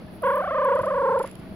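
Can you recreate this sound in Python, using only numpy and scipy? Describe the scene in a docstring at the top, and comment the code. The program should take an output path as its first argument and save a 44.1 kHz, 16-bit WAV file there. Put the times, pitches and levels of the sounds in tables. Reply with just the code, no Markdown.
"""A carpeted room: close to the microphone a cat growls through shut jaws, a clean high voice of harmonics
whose pitch throbs about 28 times a second. It chokes at some throbs while noise puffs through the nose.
A toy ticks and crackles as short noise in resonances; hand and fur thud and scuff as band-passed noise.
Behind them lie wavering sine hums, a short faint echo of the voice, and coloured room hiss and rumble."""
import sys
import numpy as np
from scipy import signal
from scipy.fft import rfft, irfft
from scipy.io import wavfile
from scipy.ndimage import uniform_filter1d

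SR = 44100
rng = np.random.default_rng(int(sys.argv[2]) if len(sys.argv) > 2 else 0)


def persist_wave(psi):
    """Save psi, clipped to +-1, as 16-bit WAV."""
    counts = np.round(np.clip(psi, -1, 1) * 32767).astype(np.int16)
    wavfile.write(sys.argv[1], SR, np.atleast_2d(counts).T)


def field_ratio(decibels):
    """Amplitude ratio for a level in dB (20 dB per decade); scalars and array-likes work."""
    return 10 ** (np.asarray(decibels, dtype=float) / 20)


N = 68355   # length in samples


def rms_one(x):
    """Normalization: scale to a root mean square of 1."""
    return x / np.sqrt(np.mean(x ** 2) + 1e-20)


def in_time(s, values):
    """Linear interpolation: straight lines through timed values."""
    return np.interp(np.arange(N) / SR, s, values)


def at_hz(points, hz):
    """Logarithmic frequency scale: interpolate a spectrum along log f."""
    table = np.array(points)
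    return np.interp(np.log(hz), np.log(table[:, 0]), table[:, 1])


def bell(s, width_s):
    """Gaussian envelope: a smooth hump of height 1, width_s being its standard deviation."""
    return np.exp(-.5 * ((np.arange(N) / SR - s) / width_s) ** 2)


def drift(rate_hz):
    """Random modulation: white noise through two equal low-pass poles, spread 1."""
    r = np.exp(-2 * np.pi * rate_hz / SR)
    slow = signal.lfilter([1], [1, -2 * r, r * r], rng.standard_normal(N + SR))
    return rms_one(slow[SR:])   # the settling second is dropped


def resonance(x, hz, width_hz):
    """Damped resonator: a two-pole peak of about unit gain."""
    r = np.exp(-np.pi * width_hz / SR)
    poles = [1, -2 * r * np.cos(2 * np.pi * hz / SR), r * r]
    return signal.lfilter([(1 - r * r) / 2, 0, (r * r - 1) / 2], poles, x + 1e-18)


def resonances(x, table):
    """Parallel formants: each resonator is applied twice for steeper skirts, then all are summed."""
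    return sum(field_ratio(db) * resonance(resonance(x, hz, width), hz, width) for hz, width, db in table)


def pan(db):
    """Interaural level difference: left and right gains that differ by db."""
    return field_ratio(np.array([[db / 2], [-db / 2]]))


def lag_right(x, lag_s):
    """Arrival-time difference: a linear phase shift delays the right channel."""
    turn = np.exp(-2j * np.pi * np.fft.rfftfreq(N, 1 / SR) * lag_s)
    return np.array([x[0], irfft(rfft(x[1]) * turn, N)])


# throbs of the throat, from low pitch to high and back:
# [t/s, low f/Hz, high f/Hz, relative level/dB, share of the throb spent climbing (0-1)]
THROBS = [(0.21, 600.7, 673.7, -33.5, 0.4), (0.242, 470, 561.2, -22.5, 0.62),
          (0.277, 470, 558.6, -22.5, 0.6), (0.309, 459.3, 579.6, -24.5, 0.7),
          (0.343, 501, 602.9, -24.5, 0.7), (0.375, 483, 610, -23, 0.65), (.409, 503.4, 770.6, -24.5, 0.73),
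          (0.444, 557.3, 777, -23.5, 0.67), (0.479, 550, 697.6, -25, 0.8), (0.511, 519.7, 646.7, -26, 0.8),
          (0.549, 500, 627.3, -24.5, 0.7), (0.587, 492.4, 609.3, -22.5, 0.7), (0.623, 495, 598.7, -23, 0.6),
          (0.659, 492.5, 561.6, -22, 0.4), (0.693, 468.5, 567.9, -22.5, 0.4), (0.73, 468, 585.4, -22, 0.5),
          (0.765, 483.4, 636.6, -23, 0.4), (0.803, 481.5, 641.4, -24.5, 0.8),
          (0.832, 472.3, 656.8, -24.5, 0.64), (0.865, 489, 639, -22, .72), (0.913, 505.2, 597, -24, 0.6),
          (0.949, 469.4, 570.3, -24.5, 0.6), (.987, 469.4, 571.2, -23, 0.53),
          (1.027, 450.6, 548.6, -24, 0.5), (1.061, 444.9, 545.6, -21.5, 0.6),
          (1.096, 429, 536.4, -22.5, 0.6), (1.13, 437, 570.5, -22, 0.75), (1.167, 443.6, 540.2, -22, 0.74),
          (1.204, 426, 588.6, -21.5, 0.67), (1.242, 452, 602, -25, 1), (1.258, 454, 600, -33, .5)]
# mouth opening: [t/s, overtone level against the fundamental/dB, tilt per overtone/dB]
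MOUTH = [(0.227, -9.5, -13), (.237, 1, 1.5), (0.3, 5, 1), (0.378, 0.5, .5), (.5, 2, 2), (.649, 2.5, 0),
         (0.801, 0, 1), (1.0, 0, -1), (1.2, 0, -3.5)]
# transfer function of head and shut mouth: [f/Hz, level/dB]
HEAD = [(440, -2), (500, -1), (550, 0), (700, -7.5), (1000, -2), (1300, -8.5), (1600, -16.5), (2100, -27.5),
        (2700, -38), (3300, -37.5), (4500, -73.5)]
# the throat chokes: [t/s, half width of the closing/s, overtone level change/dB, fundamental level change/dB]
CHOKES = [(.439, .002, -8, -4), (.475, .002, -6, -4), (.685, .003, -6, 3), (.716, .004, -10, 5),
          (.755, .008, -16, 5), (.790, .004, -16, 5), (.828, .010, -28, -20), (.861, .010, -20, -3),
          (.897, .005, -14, -10), (.935, .005, -16, 2), (1.156, .005, -12, 2), (1.194, .011, -30, -6),
          (1.196, .003, -5, -22), (1.234, .014, -32, -22)]
RISE_SHAPE, FALL_SHAPE = 1.2, 2   # powers of the quarter-sine climb and drop
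SWELL_DB, OVERTONE_SWELL_DB = 2, 2.5   # rise of fundamental and overtones through each throb
NOTCH_DB, NOTCH_S = 3.5, 0.0042   # the fundamental dips at the low point
JITTER, SHIMMER_DB = .0035, .8   # random spread of pitch (share) and overtones (times root n)
RASP_DB, CHOKE_RASP_DB = -27, 3   # the rasp swells while the throat chokes
REOPEN = .4   # a choked throat reopens in this share of the time it takes to shut
BOOM_LAG_S = .0025   # the fundamental answers a choke this much later
VOICE_ON_S, ATTACK_S = 0.2114, .012
VOICE_OFF_S, RELEASE_S = 1.252, .002   # exponential release


def growl():
    """Source-filter principle: harmonics of a throbbing pitch shaped by the head, plus cycle-gated rasp."""
    t = np.arange(N) / SR
    s, low_hz, high_hz, level_db, climb = np.transpose(THROBS)
    throb = in_time(s, np.arange(len(s)))
    k, u = throb.astype(int), throb % 1   # number of the throb, progress through it
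    top = np.clip(climb[k], .1, .9)
    rise = np.minimum(u / top, 1)
    fall = np.minimum((1 - u) / (1 - top), 1)
    arch = np.sin(np.pi / 2 * rise) ** RISE_SHAPE * np.sin(np.pi / 2 * fall) ** FALL_SHAPE
    floor_hz = in_time(s, low_hz)
    smooth_hz = uniform_filter1d(floor_hz + (high_hz[k] - floor_hz) * arch, size=90)
    hz = smooth_hz * (1 + JITTER * drift(180))
    phase = 2 * np.pi * np.cumsum(hz) / SR

    shut = [np.exp(-((t - at) / np.where(t > at, REOPEN * w, w)) ** 4) for at, w, _, _ in CHOKES]
    progress = uniform_filter1d(u - .5, size=200)
    first_db = SWELL_DB * progress - NOTCH_DB * sum(bell(at, NOTCH_S) for at in s)
    first_db = first_db + sum(row[3] * np.interp(t - BOOM_LAG_S, t, g) for row, g in zip(CHOKES, shut))
    at, bright_db, tilt_db = np.transpose(MOUTH)
    upper_db = in_time(at, bright_db) + OVERTONE_SWELL_DB * progress
    upper_db = upper_db + sum(row[2] * g for row, g in zip(CHOKES, shut))
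    tilt = in_time(at, tilt_db)

    voice = field_ratio(first_db + at_hz(HEAD, hz)) * -np.cos(phase)
    for n in range(2, 11):
        shimmer = SHIMMER_DB * np.sqrt(n) * drift(66)
        db = upper_db + (n - 2) * tilt + at_hz(HEAD, n * hz) + shimmer
        voice = voice - field_ratio(db) * np.cos(n * phase)

    gated = rng.standard_normal(N) * (1 + np.cos(phase))   # noise pulses once a cycle
    rasp = rms_one(resonances(gated, [(550, 1400, 8.0), (1130, 1220, 7.5), (2840, 1200, -30)]))
    rasp = field_ratio(RASP_DB + CHOKE_RASP_DB * sum(shut)) * rasp
    attack = np.clip((t - VOICE_ON_S) / ATTACK_S, 0, 1) ** 2
    release = np.exp(-np.maximum(t - VOICE_OFF_S, 0) / RELEASE_S)
    return attack * release * field_ratio(in_time(s, level_db)) * (np.sqrt(2) * voice + rasp)


RING_HZ, RING_WIDTH_HZ, RING_DB = 540.7, 13.7, -4.5


def head_cavity(push):
    """Cavity resonance: a lightly damped cavity of the head rings on after each push of the voice."""
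    return push + field_ratio(RING_DB) * resonance(push, RING_HZ, RING_WIDTH_HZ)


# air puffing through the nose: [t/s, level/dB before a common 10.5 dB cut, half length/s, left-right level/dB]
PUFFS = [(0.755, -40.5, 0.003, -4), (0.789, -47, 0.0018, -12), (0.821, -39, 0.0032, -3),
         (0.86, -38, 0.0035, -2), (1.193, -35, 0.0026, -7), (1.231, -37.5, 0.0045, -7),
         (1.263, -41, 0.0037, -7), (1.275, -41, 0.002, -15), (1.297, -54, 0.019, -6),
         (1.314, -37.5, 0.00076, -12), (1.355, -52, 0.0017, -35.5), (1.397, -62.5, 0.0045, -33), ]
# steady air between the puffs: [t/s, level/dB]
LEAK = [(.55, -80), (.7, -63), (1.3, -62), (1.45, -74)]
# nose resonances: [f/Hz, width of one pass/Hz, relative level/dB]
NOSE = [(2600, 1800, -6), (4650, 900, -8), (7350, 450, -4), (10400, 1000, 0), (12400, 900, -10)]


def puffs():
    """Turbulent flow: partly correlated stereo noise through the nose resonances, in short breaths."""
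    white = rng.standard_normal((3, N))
    air = white[0] + 0.84 * white[1:]
    hiss = rms_one(resonances(air, NOSE))
    steady = field_ratio(in_time(*np.transpose(LEAK)))
    breaths = sum(pan(lr) * field_ratio(db - 10.5) * bell(s, w) for s, db, w, lr in PUFFS)
    return hiss * (steady + breaths)


# fibres of the toy tick: [t/s, relative level/dB, left-right level/dB, top ring against the lower rings/dB]
TICKS = [(.064, -51, 2, -10), (0.2227, -33, -9.5, -8), (0.337, -51, -12, -12), (0.357, -35.5, 2, 9.5),
         (0.36, -44, -26, -11.5), (0.3795, -43.5, 2.5, 5), (.383, -41.5, 0, -16), (.648, -27.5, -4, -15)]
# resonances of tick and crackle, two lower rings then the top ring: [f/Hz, width of one pass/Hz, relative level/dB]
TICK_RING = [(5000, 3000, -24), (10800, 2000, 0), (14800, 3500, -1)]
# crackle of fur and fibres: [t/s, level/dB]
RUSTLE = [(.1, -67), (.15, -58.5), (.2, -66), (0.271, -53.5), (.36, -58), (.45, -63.5), (1.2, -85),
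          (1.3, -65)]
RUSTLE_PER_S = 3600   # mean grains a second in each channel
TICK_S = .0006   # half length


def toy():
    """Impulse excitation: noise bursts ring as lone ticks over a Poisson-like crackle of grains."""
    rough = rng.choice([-1, 1], N)
    low = sum(pan(lr) * field_ratio(db) * bell(s, TICK_S) for s, db, lr, _ in TICKS)
    top = sum(pan(lr) * field_ratio(db + top_db) * bell(s, TICK_S) for s, db, lr, top_db in TICKS)
    ticks = resonances(low * rough, TICK_RING[:2]) + resonances(top * rough, TICK_RING[2:])

    struck = rng.random((2, N)) < RUSTLE_PER_S / SR
    strength = field_ratio(3.6 * np.minimum(rng.exponential(1, (2, N)), 5))
    grains = struck * strength * rng.choice([-1, 1], (2, N))
    crackle = resonances(grains, TICK_RING[:2]) + 0.43 * resonances(grains, TICK_RING[2:])
    return 1.37 * ticks + field_ratio(in_time(*np.transpose(RUSTLE))) * rms_one(crackle)


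# hand and fur bump and scuff near the microphone: [t/s, level/dB, half length/s, upper band edge f/Hz]
BUMPS = [(0.024, -36.5, 0.0045, 326), (0.053, -42.5, 0.012, 260), (0.132, -41.5, 0.0053, 328),
         (.815, -37, 0.017, 186.6), (.89, -48, 0.014, 154), (1.266, -47.5, 0.02, 2400),
         (1.33, -45.5, 0.0098, 353), (1.437, -56, 0.045, 2000), (1.399, -39.5, 0.0068, 288),
         (1.528, -39.5, 0.023, 203)]


def bumps():
    """Band-limited noise: two-octave bands under Gaussian envelopes, partly alike in the channels."""
    white = rng.standard_normal((3, N))
    noise = 2.0 * white[0] + white[1:]
    total = 0
    for s, db, w, hz in BUMPS:
        band = signal.butter(2, [hz / 4, hz], "band", fs=SR, output="sos")
        total = total + field_ratio(db) * bell(s, w) * rms_one(signal.sosfilt(band, noise))
    return total


# wavering hums: [f/Hz, pitch waver/Hz, mean level/dB]
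HUMS = [(187, 4, -46)]
# faint tones come and go: [t/s, half length/s, level/dB, f/Hz]
FAINT = [(.085, .03, -52, 632), (.083, .005, -55, 1720), (1.48, .03, -51, 632)]


def hums():
    """Frequency modulation: sines with randomly wavering pitch, the lasting ones wavering in level too."""
    tones = sum(field_ratio(db + 2 * drift(23)) * np.sin(2 * np.pi * np.cumsum(hz + w * drift(10)) / SR)
                for hz, w, db in HUMS)
    faint = sum(field_ratio(db) * bell(s, w) * np.sin(2 * np.pi * np.cumsum(hz + 6 * drift(15.4)) / SR)
                for s, w, db, hz in FAINT)
    return np.sqrt(2) * (tones + faint)


ECHO_DB, ECHO_T60_S = -27, .15


def walls(x):
    """Reverberation: convolution with exponentially decaying noise, independent in each channel."""
    t = np.arange(SR // 4) / SR
    tail = rng.standard_normal((2, len(t))) * field_ratio(-60 * t / ECHO_T60_S) * (t > .004)
    tail = tail / np.sqrt(np.sum(tail[0] ** 2))
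    return field_ratio(ECHO_DB) * signal.fftconvolve(x[None], tail, axes=1)[:, :N]


# left-right likeness of the room noise: [f/Hz, correlation (-1 to 1)]
LIKENESS = [(60, .6), (130, .75), (290, .8), (640, .8), (1410, 0), (6820, .3), (15000, -.1)]


def room_noise(spectrum):
    """Interchannel coherence: coloured noise mixed from mid and side to a set correlation, rms 1."""
    hz = np.maximum(np.fft.rfftfreq(N, 1 / SR), 1)
    mid, side = rfft(rng.standard_normal((2, N)))
    alike = np.clip(at_hz(LIKENESS, hz), -1, 1)
    both = np.sqrt(1 + alike) * mid + np.sqrt(1 - alike) * side * [[1], [-1]]
    return rms_one(irfft(both * field_ratio(at_hz(spectrum, hz)), N))


# treble spectrum of the room: [f/Hz, relative level per Hz/dB]
HISS = [(2060, -37), (3500, -3.5), (4460, 1), (6780, -19), (8600, -45), (9810, -39), (10300, -13),
        (12600, -32.5), (16000, -21)]
# bass spectrum of the room: [f/Hz, relative level per Hz/dB]
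RUMBLE = [(22, -11), (87, -3), (155, -5), (213, -5.5), (377, -6), (497, -13.5), (641, -10.5), (728, -14.5),
          (845, -16.5), (3500, -30), (4550, -79.5)]
HISS_DB, RUMBLE_DB = -64.5, -43
PATCHY_DB = 1.2   # spread of the bass as it swells and sinks


def room():
    """Ambient noise: steady hiss over a rumble of randomly modulated level."""
    hiss = field_ratio(HISS_DB) * room_noise(HISS)
    return hiss + field_ratio(RUMBLE_DB + PATCHY_DB * drift(60)) * room_noise(RUMBLE)


VOICE_LAG_S, HISS_LAG_S = 0.000093, .00008   # the right microphone port hears later
VOICE_LR_DB = -0.6   # left against right


def scene():
    """Superposition: cat, toy, hand and room add as pressures."""
    voice = head_cavity(growl())
    near = lag_right(pan(VOICE_LR_DB) * voice, VOICE_LAG_S) + lag_right(puffs() + toy(), HISS_LAG_S)
    return near + bumps() + hums() + walls(voice) + room()


def band_limit(x):
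    """A steep low-pass at the top of the band."""
    return signal.sosfilt(signal.butter(12, 17150, fs=SR, output="sos"), x)


MIC_DIP_HZ, MIC_DIP_Q = 8550, 6   # the microphone is deaf here
CUTOFF_HZ = 16170   # from here up the loss is at least 60 dB


def record(dry):
    """Frequency response: the microphone has a notch in its treble, and a steep low-pass cuts the top."""
    notched = signal.lfilter(*signal.iirnotch(MIC_DIP_HZ, MIC_DIP_Q, SR), dry)
    low_pass = signal.cheby2(20, 60, CUTOFF_HZ, fs=SR, output="sos")
    heard = signal.sosfilt(low_pass, notched)
    return band_limit(heard)


dry = scene()
out = record(dry)
persist_wave(out)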